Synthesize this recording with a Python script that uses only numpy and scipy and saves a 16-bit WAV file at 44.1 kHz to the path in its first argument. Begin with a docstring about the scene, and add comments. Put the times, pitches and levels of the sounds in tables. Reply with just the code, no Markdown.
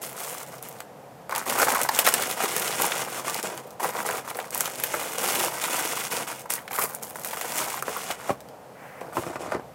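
"""Plastic film crackles and snaps, panels pop and a hollow drawer rumbles in a small bedroom.
Toy packets are lifted, squeezed and stuffed into the drawer; it is then shut with a knock and the next slid out.
Film, panels and rubbing are random slips ringing banks of resonances, shaped by the strokes of the hands.
Snaps, pops and squeaks are single events; knocks ring the drawer's modes.
Cloth swishes once, over soft ventilation noise and a low hum."""
import sys
import numpy as np
from scipy import signal
from scipy.fft import rfft, irfft
from scipy.io import wavfile
from scipy.ndimage import uniform_filter1d

SR = 44100
rng = np.random.default_rng(int(sys.argv[2]) if len(sys.argv) > 2 else 0)


def store_pcm(level_fs):
    """Save levels as 16-bit WAV."""
    pcm = np.round(np.clip(level_fs, -1, 1) * 32767).astype(np.int16)
    wavfile.write(sys.argv[1], SR, np.atleast_2d(pcm).T)


N = 429534
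TIME = np.arange(N) / SR
BRIEF = TIME[:13230]  # 0.3 s, for single events and echoes

# Ventilation spectrum. Each row: frequency in Hz, relative level in dB per Hz.
AIR_COLOUR = [(15, -87), (25, -78), (66, -18.5), (123, -11), (175, -6.5), (285, -10), (363, -13.5),
              (476, -3.5), (677, -5), (734, -3), (796, -7), (1190, -15.5), (3720, -31), (14800, -34.5),
              (16000, -48)]
# Drawer meeting its frame. Each row: start in seconds, relative level in dB,
# contact brightness (low-pass corner) in Hz, pitch of the modes as a ratio.
KNOCKS = [(4.941, -23, 1506, 1), (7.881, -22, 1400, 0.97), (8.103, -24, 1200, 0.93),
          (8.2942, -13.5, 1400, 0.92), (8.3044, -13.5, 1100, 1), (9.013, -24.5, 1500, 0.93),
          (9.169, -15.5, 1100, 0.95), (9.179, -16.5, 500, 0.59), (9.266, -22, 800, 0.86),
          (9.299, -25, 594, .68), (9.357, -21.5, 1090, 1), (9.405, -29, 700, 0.72), (9.475, -28, 400, 0.51),
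          (9.52, -18.5, 910, 0.89), (9.543, -24, 1100, 0.83), (9.549, -18, 500, 0.84),
          (9.565, -24, 119.6, 0.99), (9.596, -27, 1000, 0.98)]
# Drawer resonances. Each row: frequency in Hz, relative level in dB, t60 in seconds.
DRAWER_MODES = [(76.5, -23, 0.44), (110, -26.5, 0.2), (136, -27, 0.4), (210, -11, 0.077), (272, -18, 0.14),
                (320, -15, 0.043), (423, -4.5, 0.047), (493, -0.5, 0.057), (582, 3.5, 0.061),
                (766, 10.5, 0.015), (956, -9, 0.077), (1110, 2, 0.046), (1196, -13, 0.11),
                (1390, 1.5, 0.03), (1540, -13, 0.073), (2080, -6, 0.0064), (2470, -8, 0.021),
                (2840, -6, 0.017), (3380, -7.5, 0.01), (5420, -11, 0.023), (7240, -20, 0.023)]
# Spectrum of hollow rubbing. Each row: frequency in Hz, relative level in dB per Hz.
HOLLOW_COLOUR = [(50, -47.5), (80, -21), (140, -11), (200, -5), (320, -1.5), (400, 2), (470, 7), (540, 5.5),
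                 (620, 4.5), (800, 4.5), (1200, -3.5), (3000, -19)]
# Taut film squeaking under the fingers. Each row: start in seconds, length in seconds,
# slip rate at start in Hz, slip rate at end in Hz, overtone level in dB.
SQUEAKS = [(6.803, .024, 2600, 2680, -45), (6.822, .018, 2350, 2720, -38), (6.839, .02, 2150, 2600, -42)]
# Spectrum of flexing panels. Each row: frequency in Hz, relative level in dB per Hz.
PANEL_COLOUR = [(150, -32), (350, -22.5), (600, -6), (930, 1.5), (1350, 0), (1700, -6.5), (2200, -4),
                (3000, -22.5), (4200, -14), (9000, -14.5)]
# Stiff panels and toys popping against each other. Each row: start in seconds,
# relative level in dB, pitch in Hz, decay time constant of the push in ms.
POPS = [(0.539, -24, 479, 4.1), (0.804, -19.5, 720, 2), (1.294, -14.5, 513, 2.9), (1.3235, -7.5, 1100, 5.1),
        (1.597, -4, 1423, 11.4), (1.62, -6, 955, 4.3), (1.633, -10, 460, 3.1), (1.67, -9, 1110, 3.2),
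        (1.683, -2, 930, 6.1), (1.717, -9, 960, 5.6), (1.752, -5.5, 1100, 7), (1.89, -1.5, 883, 3.5),
        (2.074, -0.5, 750, 2.2), (2.196, -11.5, 783, 3.5), (2.437, -14, 1440, 3.5), (2.578, -16, 2190, 7),
        (3.02, -15, 1001, 3.9), (3.247, -19, 743, 3.5), (3.279, -12.5, 991, 4.3), (3.798, -14, 921, 7.6),
        (3.83, -12, 821, 5.3), (3.844, -6.5, 890, 3.1), (4.013, -20, 930, 1.8), (4.089, -9, 684, 2.1),
        (4.277, -19.5, 960, 1.43), (4.389, -10.5, 890, 5), (4.675, -16.5, 770, 3.2),
        (4.94, -6.5, 1380, 3.7), (5.013, -19, 724, 4.9), (5.437, -7.5, 750, 6.7), (6.457, -20.5, 993, 5.8),
        (6.579, -20, 1960, 6.3), (6.712, -17, 921, 4.1), (6.786, -5, 1080, 6.5), (7.157, -16, 1010, 2.5),
        (7.331, -13.5, 940, 7.7), (7.37, -15, 1270, 4.2), (7.447, -16, 886, 4.1), (7.612, -13, 744, 4),
        (7.742, -18, 935, 2.8), (7.825, -10.5, 1270, 1.1), (7.88, -11, 840, 1.9), (7.964, -12, 1200, 5.4),
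        (8.102, -11.5, 963, 3.4), (9.17, -12, 1140, 4.6)]
# Sharp creases snapping over. Each row: start in seconds, relative level in dB,
# pitch in Hz, relative share of the panel in dB.
SNAPS = [(0.0223, -31, 12300, -27), (0.186, -29, 7600, -13), (0.4638, -36, 7670, -4),
         (0.582, -35, 5520, -13), (0.626, -24.5, 13300, -13), (0.6868, -26, 13400, -23),
         (0.8036, -26.5, 7100, -8), (1.3104, -28, 4510, -6), (1.3503, -21, 8170, 1),
         (1.3608, -18, 10100, -3), (1.38, -17, 10200, -21), (1.4975, -15.5, 9790, -2),
         (1.6175, -12, 5330, -16), (1.748, -16, 11500, -20), (1.8146, -12.5, 9850, -5),
         (1.833, -11.5, 11400, -20), (1.8891, -13.5, 4910, -27), (1.9485, -16.5, 5700, -14),
         (1.9614, -17, 7390, -15), (1.9894, -4, 12400, -4.5), (1.994, -11, 6340, -25),
         (2.0662, -8.5, 14900, -0.5), (2.0724, -13, 5860, -12), (2.0877, -8.5, 9700, -4.5),
         (2.139, -5.5, 9410, -6.5), (2.2224, -15.5, 8000, -7), (2.2347, -20.5, 8160, 3),
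         (2.311, -16, 5230, -19), (2.437, -20, 10700, -11), (2.5643, -12.5, 8360, -5),
         (2.5792, -18, 8020, -20), (2.597, -16, 9280, -22), (2.726, -25, 6000, 3),
         (2.8193, -10, 11500, -27), (2.9193, -26, 5000, 12.5), (3.2975, -18, 8140, -7),
         (3.344, -16.5, 8740, -12), (3.4282, -19.5, 8900, -8), (3.576, -26, 7640, -1),
         (3.706, -35, 8540, -18), (4.064, -18.5, 11600, -24), (4.347, -33, 4950, 3),
         (4.3694, -23, 14000, -15), (4.4005, -30.5, 4200, 6), (4.506, -24, 8220, -16),
         (4.5466, -14, 10600, -16), (4.577, -15, 13800, -15), (4.6064, -8, 10100, -10.5),
         (4.6564, -18.5, 6830, -2), (4.799, -20, 11800, -4), (4.8369, -9.5, 13200, -6.5),
         (5.183, -16.5, 7850, -12), (5.447, -14.5, 9300, -17), (5.6386, -16, 9310, -0.5),
         (6.3939, -31, 8630, -6), (6.505, -15, 10400, -13), (6.537, -13, 12000, -30),
         (6.553, -20, 10900, -27), (6.6782, -32.5, 7190, 8), (6.7306, -23, 13700, 0),
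         (6.761, -21, 11900, -4), (6.7922, -15, 13900, -13), (6.948, -18, 14400, -25),
         (7.0275, -26, 8850, -25), (7.0334, -22, 8270, -16), (7.2466, -18, 13300, -6.5),
         (7.2727, -22, 10200, -18), (7.412, -20, 7810, -3), (7.8236, -20, 10000, -18),
         (8.4048, -35.5, 8700, -7), (8.4866, -40, 5130, -4), (9.009, -38, 9000, -4)]
# Spectrum of creasing film. Each row: frequency in Hz, relative level in dB per Hz.
CREASE_COLOUR = [(400, -15.5), (1200, -7), (2200, -4), (3000, -3.5), (3900, -7), (5200, -2), (7000, 2.5),
                 (9000, 4), (12000, 2), (15500, 0)]
# Where the packet is. Each row: time in seconds, share inside the drawer from 0 to 1,
# tautness of the film as top treble gain in dB.
PLACE = [(0, 0.5, 5.5), (.8, 0.55, -1.5), (1.3, 0.5, 2.5), (2.1, 0.9, -2.5), (2.45, 0.97, -1.5),
         (3.5, 1, -5), (3.8, 0.57, 2.5), (4.7, 0.6, -3.5), (5.2, 1, 1.5), (6.35, 1, -2), (6.5, 0.2, -1),
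         (6.82, 0.1, 10.5), (7.0, 0, 5.5), (7.4, 0.7, 2.5), (8.2, 1, -6), (8.8, 1, 20), (9.6, 1, -19)]
# Each grip, pull or push of the hands. Each row: start in seconds, length in seconds,
# crease crackle in dB, panel flexing in dB, hollow rubbing in dB, swell from start to end in dB.
STROKES = [ (0.01, 0.068, -37, -48, -47, 6), (0.098, .07, -47, -47.5, -56, 4),
           (0.16, 0.27, -38.5, -44, -49.5, -8), (0.458, 0.13, -48, -52, -51, -3),
           (0.613, 0.21, -49, -54, -54.5, -14), (1.293, 0.055, -49, -37, -43, 6),
           (1.346, 0.074, -38, -35.5, -47, -4), (1.452, .11, -33, -32, -37.5, 2.5),
           (1.567, 0.069, -26.5, -26.5, -33, 2.5), (1.658, 0.2, -31, -30, -37, -7.5),
           (1.901, 0.11, -31.5, -35, -42, 8), (2.036, 0.052, -25, -29.5, -35.5, -2),
           (2.095, .24, -31, -39.5, -39, -2.5), (2.356, 0.086, -32, -32.5, -40, 12),
           (2.452, 0.36, -32, -40, -40, 0.5), (2.774, 0.083, -28, -31, -36.5, 3.5),
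           (2.854, .17, -33.5, -36.5, -42, 3.5), (3.029, .17, -38.5, -41, -45, 6),
           (3.234, 0.16, -34.5, -38, -42, -2.5), (3.425, 0.092, -37, -42, -39.5, -8),
           (3.506, 0.093, -46, -45.5, -46, -5), (3.62, 0.12, -55, -56, -52, -6),
           (3.794, 0.033, -38, -37, -39, -2), (3.823, 0.078, -35, -33, -40, -5.5),
           (3.922, 0.096, -39, -33, -43, 6), (4.041, .15, -36, -34, -41, -3),
           (4.237, 0.065, -43.5, -41.5, -50, 12.5), (4.338, 0.14, -45.5, -45, -46.5, -5),
           (4.515, 0.19, -35, -40, -45.5, -5), (4.69, 0.18, -39, -49, -47, 8),
           (4.878, .28, -34.5, -40.5, -43, -3.5), (5.17, 0.063, -32, -37.5, -39.5, -1),
           (5.216, 0.25, -28.5, -34.5, -36.5, 0), (5.464, .13, -37.5, -40.5, -44, 2),
           (5.603, 0.072, -32.5, -36, -44, -1), (5.683, .25, -30.5, -36.5, -40, -2.5),
           (5.94, 0.13, -33.5, -40, -46, -1), (6.096, 0.13, -32.5, -37, -40, -3),
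           (6.263, 0.066, -36.5, -38.5, -48, -2), (6.342, 0.066, -44, -54, -62, 4),
           (6.492, .06, -30, -38, -48, -5), (6.582, .09, -54, -49, -59, -14),
           (6.694, 0.15, -36.5, -36.5, -46.5, 9.5), (6.884, 0.088, -46, -44, -49.5, -3),
           (7.008, 0.1, -43.5, -49.5, -50, -1), (7.141, 0.095, -44, -50, -54, -1),
           (7.223, 0.37, -36.5, -43, -47.5, 7), (7.56, 0.087, -31, -35, -43, -4.5),
           (7.645, 0.15, -37, -39, -47, -6), (7.844, 0.045, -42.5, -44, -45.5, 2),
           (7.877, 0.2, -36, -42.5, -48.5, -6), (8.074, 0.038, -33, -40, -43, 3),
           (8.135, .17, -46, -45, -52, 11), (9.016, 0.12, -63, -53, -46.5, -7),
           (9.121, 0.23, -45, -42, -44, -4.5), (9.385, 0.078, -46, -43.5, -42.5, 2),
           (9.474, 0.069, -50, -37.5, -47, 8)]
CREASE, PANEL, HOLLOW = 2, 3, 4  # columns of STROKES

AIR_DB, HUM_HZ, HUM_DB = -45.5, 134, -59.5
SLEEVE_START_S, SLEEVE_LENGTH_S, SLEEVE_DB = 8.72, 0.38, -46.5
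STROKE_ATTACK_S, STROKE_ATTACK_SHARE = 0.009, 0.073  # a long stroke takes hold more gently
STROKE_RELEASE_S = 0.02  # the film goes on settling after the hand stops
GRIP_WAVER_DB, GRIP_WAVER_PER_S = 1.1, 28  # uneven finger pressure
POP_LOW_HZ, POP_HIGH_HZ, POP_TICK_SHARE = 360, 2120, 0.047
SNAP_SHIVER_S, SNAP_FOLLOW_S, SNAP_FOLLOW_DB = 0.0016, 0.009, -11
LESSER_PER_S, LESSER_DB, LESSER_SPREAD_DB = 26, 7.5, 2.5
LESSER_HZ, LESSER_PANEL_DB = 9850, -7
FOLDS_PER_S, FOLD_SPREAD_DB = 66, 4
TOP_HZ = 15800


def undb(db):
    """Decibels to gain."""
    return 10 ** (np.asarray(db) / 20)


def unit(x):
    """Scale to an rms of one."""
    return x / np.sqrt(np.mean(x ** 2))


def band(x, low_hz, high_hz):
    """Band-pass."""
    return signal.sosfilt(signal.butter(3, [low_hz, high_hz], "band", fs=SR, output="sos"), x)


def in_band(x, low_hz, high_hz):
    """Scale to an rms of one within a band."""
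    return x / np.std(band(x, low_hz, high_hz))


def ring(x, hz, q):
    """One resonance, gain 1 at its centre."""
    w = 2 * np.pi * min(hz, 0.45 * SR) / SR
    a = np.sin(w) / (2 * q)
    return signal.lfilter([a, 0, -a], [1 + a, -2 * np.cos(w), 1 - a], x + 1e-18)


def colour(x, points, size=4096):
    """Minimum-phase filter with the given (Hz, dB) response."""
    hz, db = np.transpose(points)
    grid_hz = np.linspace(1, SR / 2, size // 2 + 1)
    gain = undb(np.interp(np.log(grid_hz), np.log(hz), db))
    # folding the cepstrum makes the response causal
    cepstrum = irfft(np.log(gain))
    cepstrum[1:size // 2] *= 2
    cepstrum[size // 2 + 1:] = 0
    impulse = irfft(np.exp(rfft(cepstrum)))
    return signal.fftconvolve(x, impulse)[:len(x)]


def walk(rate_per_s):
    """Random wander: straight lines between normal draws."""
    return np.interp(TIME * rate_per_s, np.arange(4096), rng.standard_normal(4096))


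def add(track, start_s, sound):
    """Mix a sound into the track."""
    start = max(int(start_s * SR), 0)
    track[start:start + len(sound)] += sound[:N - start]


def crackle(low_hz, high_hz, rate_per_s, spread_db, scatter_db, q, bunch_db, count):
    """Tiny random slips in bunches; each rings a different mix of facet resonances."""
    at = np.flatnonzero(rng.random(N) < rate_per_s / SR)
    size_db = spread_db * np.minimum(rng.exponential(size=N), 5) + bunch_db * walk(70)
    sizes = undb(size_db)[at]
    out = 0
    for hz in np.geomspace(low_hz, high_hz, count):
        strength, direction = rng.standard_normal((2, len(at)))
        push = np.zeros(N)
        push[at] = sizes * np.sign(direction) * undb(scatter_db * strength)
        out = out + ring(push, hz, q) / np.sqrt(min(hz, SR / 5) / SR)
    # the hand feeds in energy evenly, however the slips share it
    return out / np.sqrt(uniform_filter1d(out ** 2, size=2200) + 1e-9)


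def effort(column):
    """Gain of one handling layer: strokes take hold, swell or ease, then die away; powers add."""
    power = np.zeros(N)
    for stroke in STROKES:
        start_s, length_s, swell_db = stroke[0], stroke[1], stroke[-1]
        age = TIME - start_s
        near = (age > 0) & (age < length_s + 0.2)
        age = age[near]
        hold = undb(stroke[column] + swell_db * (np.minimum(age / length_s, 1) - 0.5))
        attack = np.minimum(age / (STROKE_ATTACK_S + STROKE_ATTACK_SHARE * length_s), 1)
        release = np.exp(-np.maximum(age - length_s, 0) / STROKE_RELEASE_S)
        power[near] += (hold * attack * release) ** 2
    return np.sqrt(power) * undb(GRIP_WAVER_DB * walk(GRIP_WAVER_PER_S))


def air():
    """Ventilation: coloured noise, plus noise through a doubled resonance as a wavering hum."""
    rush = unit(colour(rng.standard_normal(N), AIR_COLOUR)) * undb(AIR_DB + 0.3 * walk(18))
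    hum = unit(ring(ring(rng.standard_normal(N), HUM_HZ, 8.1), HUM_HZ, 8.1))
    return rush + undb(HUM_DB) * hum


def bedroom(x, wet_db, low_t60_s, high_t60_s, count=4):
    """Close walls answer with decaying echoes whose patterns fade into each other as the hands move."""
    out, place = x, np.pi * (TIME + 0.35 * walk(2))
    for k in range(count):
        noise = rng.standard_normal(len(BRIEF))
        low = band(noise, 74, 1990) * undb(-60 * BRIEF / low_t60_s)
        high = band(noise, 2000, 17000) * undb(-60 * BRIEF / high_t60_s - 3)
        echoes = (low + high) * (BRIEF > 0.003)
        echoes = echoes / np.linalg.norm(echoes)
        share = np.cos(place * (1 + k / count) + k) * np.sqrt(2 / count)
        out = out + undb(wet_db) * signal.fftconvolve(x * share, echoes)[:N]
    return out


def sleeve():
    """Cloth brushes along as the arm reaches down: band-passed noise with a smooth swell."""
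    swell = np.sin(np.pi * np.clip((TIME - SLEEVE_START_S) / SLEEVE_LENGTH_S, 0, 1))
    cloth = rng.standard_normal(N)
    swish = unit(band(cloth, 720, 2330)) + undb(-11) * cloth
    return undb(SLEEVE_DB + 1.7 * walk(25)) * swell * swish


def knocks():
    """Each blow rings the drawer's modes and rattles its walls; a softer contact is duller."""
    out = np.zeros(N)
    for start_s, db, bright_hz, pitch in KNOCKS:
        modes = np.zeros(len(BRIEF))
        for hz, mode_db, t60_s in DRAWER_MODES:
            a, b = rng.standard_normal(2)
            decay = undb(mode_db + 3.3 * a - 60 * BRIEF / t60_s)
            modes += decay * np.sign(b) * np.sin(2 * np.pi * hz * pitch * (1 + 0.0091 * b) * BRIEF)
        rattle = rng.standard_normal(len(BRIEF)) * np.exp(-BRIEF / 0.009)
        blow = modes + 2 * band(rattle, 260, 3100) + 1.43 * rattle
        blow = signal.lfilter(*signal.butter(1, bright_hz, fs=SR), blow)
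        blow = band(blow, 82, 15000)  # thin walls radiate little deep bass
        add(out, start_s, undb(db + 19) * blow / np.linalg.norm(blow))
    return out


def hollow():
    """Packets and hands rub the hollow drawer: low slips make it rumble."""
    rub = crackle(82, 1454, rate_per_s=420, spread_db=2.5, scatter_db=5, q=4.65, bunch_db=2, count=9)
    return effort(HOLLOW) * in_band(colour(rub, HOLLOW_COLOUR), 180, 550)


def squeaks():
    """A finger sticks and slips on film, faster as it pulls; the thin sheet radiates only overtones."""
    out = np.zeros(N)
    for start_s, length_s, start_hz, end_hz, db in SQUEAKS:
        progress = np.clip(BRIEF / length_s, 0, 1)
        jitter = uniform_filter1d(rng.standard_normal(len(BRIEF)), size=40)
        slip_hz = (start_hz + (end_hz - start_hz) * progress) * (1 + 0.053 * jitter)
        phase = 2 * np.pi * np.cumsum(slip_hz) / SR
        overtones = sum(np.sin(k * phase) for k in range(2, 7))
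        add(out, start_s, undb(db) * np.sin(np.pi * progress) * overtones)
    return out


def panels():
    """The wide faces of a packet flex with duller, longer-ringing crackles."""
    flex = crackle(409, 4630, rate_per_s=380, spread_db=4, scatter_db=4, q=7.5, bunch_db=1.5, count=12)
    return effort(PANEL) * in_band(colour(flex, PANEL_COLOUR), 700, 2000)


def pops():
    """A stiff panel buckles and rings for a few cycles, with a small tick at its edge."""
    out = np.zeros(N)
    for start_s, db, hz, decay_ms in POPS:
        decay = np.exp(-1000 * BRIEF / decay_ms) + 0.06 * np.exp(-BRIEF / 0.016)
        push = rng.standard_normal(len(BRIEF)) * decay
        body = band(ring(push, hz, 5) + 0.35 * push, POP_LOW_HZ, POP_HIGH_HZ)
        pop = body + POP_TICK_SHARE * push
        add(out, start_s, undb(db + 9.5) * pop / np.linalg.norm(pop))
    return out


def lesser_snaps():
    """Rows like SNAPS: lesser creases give way at random, as strong as the film is being worked."""
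    worked = effort(CREASE)
    at = np.flatnonzero((rng.random(N) < LESSER_PER_S / SR) & (worked > 0))
    rows = []
    for i in at:
        a, b, c = rng.standard_normal(3).clip(-2, 2)
        db = 20 * np.log10(worked[i]) + LESSER_DB + LESSER_SPREAD_DB * a
        rows.append((i / SR, db, LESSER_HZ * 1.6 ** b, LESSER_PANEL_DB + 5 * c))
    return rows


def snaps():
    """A crease strains for a millisecond, flips with a crack, shivers, and pushes the panel around it."""
    out = np.zeros(N)
    flip = np.exp(-np.abs(BRIEF - 0.0012) / 0.00018)
    shiver = 0.4 * np.exp(-BRIEF / SNAP_SHIVER_S) + 0.03 * np.exp(-BRIEF / 0.008)
    for start_s, db, hz, panel_db in list(SNAPS) + lesser_snaps():
        edge, panel = rng.standard_normal((2, len(BRIEF)))
        # neighbouring facets follow, more weakly, within a few milliseconds
        lags_s = SNAP_FOLLOW_S * rng.uniform(0.2, 1, size=3)
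        follow = sum(np.roll(flip, int(lag_s * SR)) for lag_s in lags_s)
        edge = edge * (flip + shiver + undb(SNAP_FOLLOW_DB) * follow)
        crack = band(edge, 0.48 * hz, 17000) + 1.5 * ring(edge, hz, 1.8)
        push = band(panel * np.exp(-BRIEF / 0.0051), 450, 3400)
        snap = undb(14) * crack / np.linalg.norm(crack)
        snap = snap + undb(panel_db + 15) * push / np.linalg.norm(push)
        add(out, start_s, undb(db) * snap)
    return out


def film():
    """Film crackles in grains and fold slips; inside the drawer smooth sliding grows and the walls ring."""
    s, inside, taut_db = np.transpose(PLACE)
    inside, taut_db = np.interp(TIME, s, inside), np.interp(TIME, s, taut_db)
    grains = crackle(1544, 13460, rate_per_s=1100, spread_db=0, scatter_db=4.5, q=3.8, bunch_db=3.5, count=10)
    sliding = undb(-6 + 5 * inside + 2.5 * walk(60)) * rng.standard_normal(N)
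    # longer folds give way in millisecond-long runs of slips
    fold_sizes = undb(FOLD_SPREAD_DB * rng.standard_normal(N).clip(-2, 1.5))
    folds = (rng.random(N) < FOLDS_PER_S / SR) * fold_sizes
    runs = signal.lfilter([1], [1, -np.exp(-1 / (0.0009 * SR))], folds) * rng.standard_normal(N)
    creases = colour(grains + sliding + 4.2 * (1 - 0.5 * inside) * runs, CREASE_COLOUR)
    # tautness sets the top treble
    top = signal.sosfiltfilt(signal.butter(2, 10500, "high", fs=SR, output="sos"), creases)
    creases = in_band(creases + (undb(taut_db) - 1) * top, 4000, 16000)
    walls = np.zeros(N)
    for hz, db, t60_s in DRAWER_MODES:
        q = np.pi * hz * t60_s / np.log(1000)
        walls += undb(db) * ring(creases, hz, q)
    return effort(CREASE) * (creases + undb(8) * inside * walls)


def scene():
    """All handling sounds in the bedroom's echoes, over the air."""
    handling = sleeve() + knocks() + hollow() + squeaks() + panels() + pops() + snaps() + film()
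    return (bedroom(handling, wet_db=-12, low_t60_s=0.14, high_t60_s=0.15) + air())[None]


def record(dry):
    """The microphone chain drops the deep bass, clips the highest peaks and cuts the top."""
    x = signal.sosfilt(signal.butter(8, 60, "high", fs=SR, output="sos"), dry)
    x = np.clip(x, -1, 1)
    return signal.sosfilt(signal.ellip(10, 0.2, 70, TOP_HZ, fs=SR, output="sos"), x)


dry = scene()
out = record(dry)
store_pcm(out)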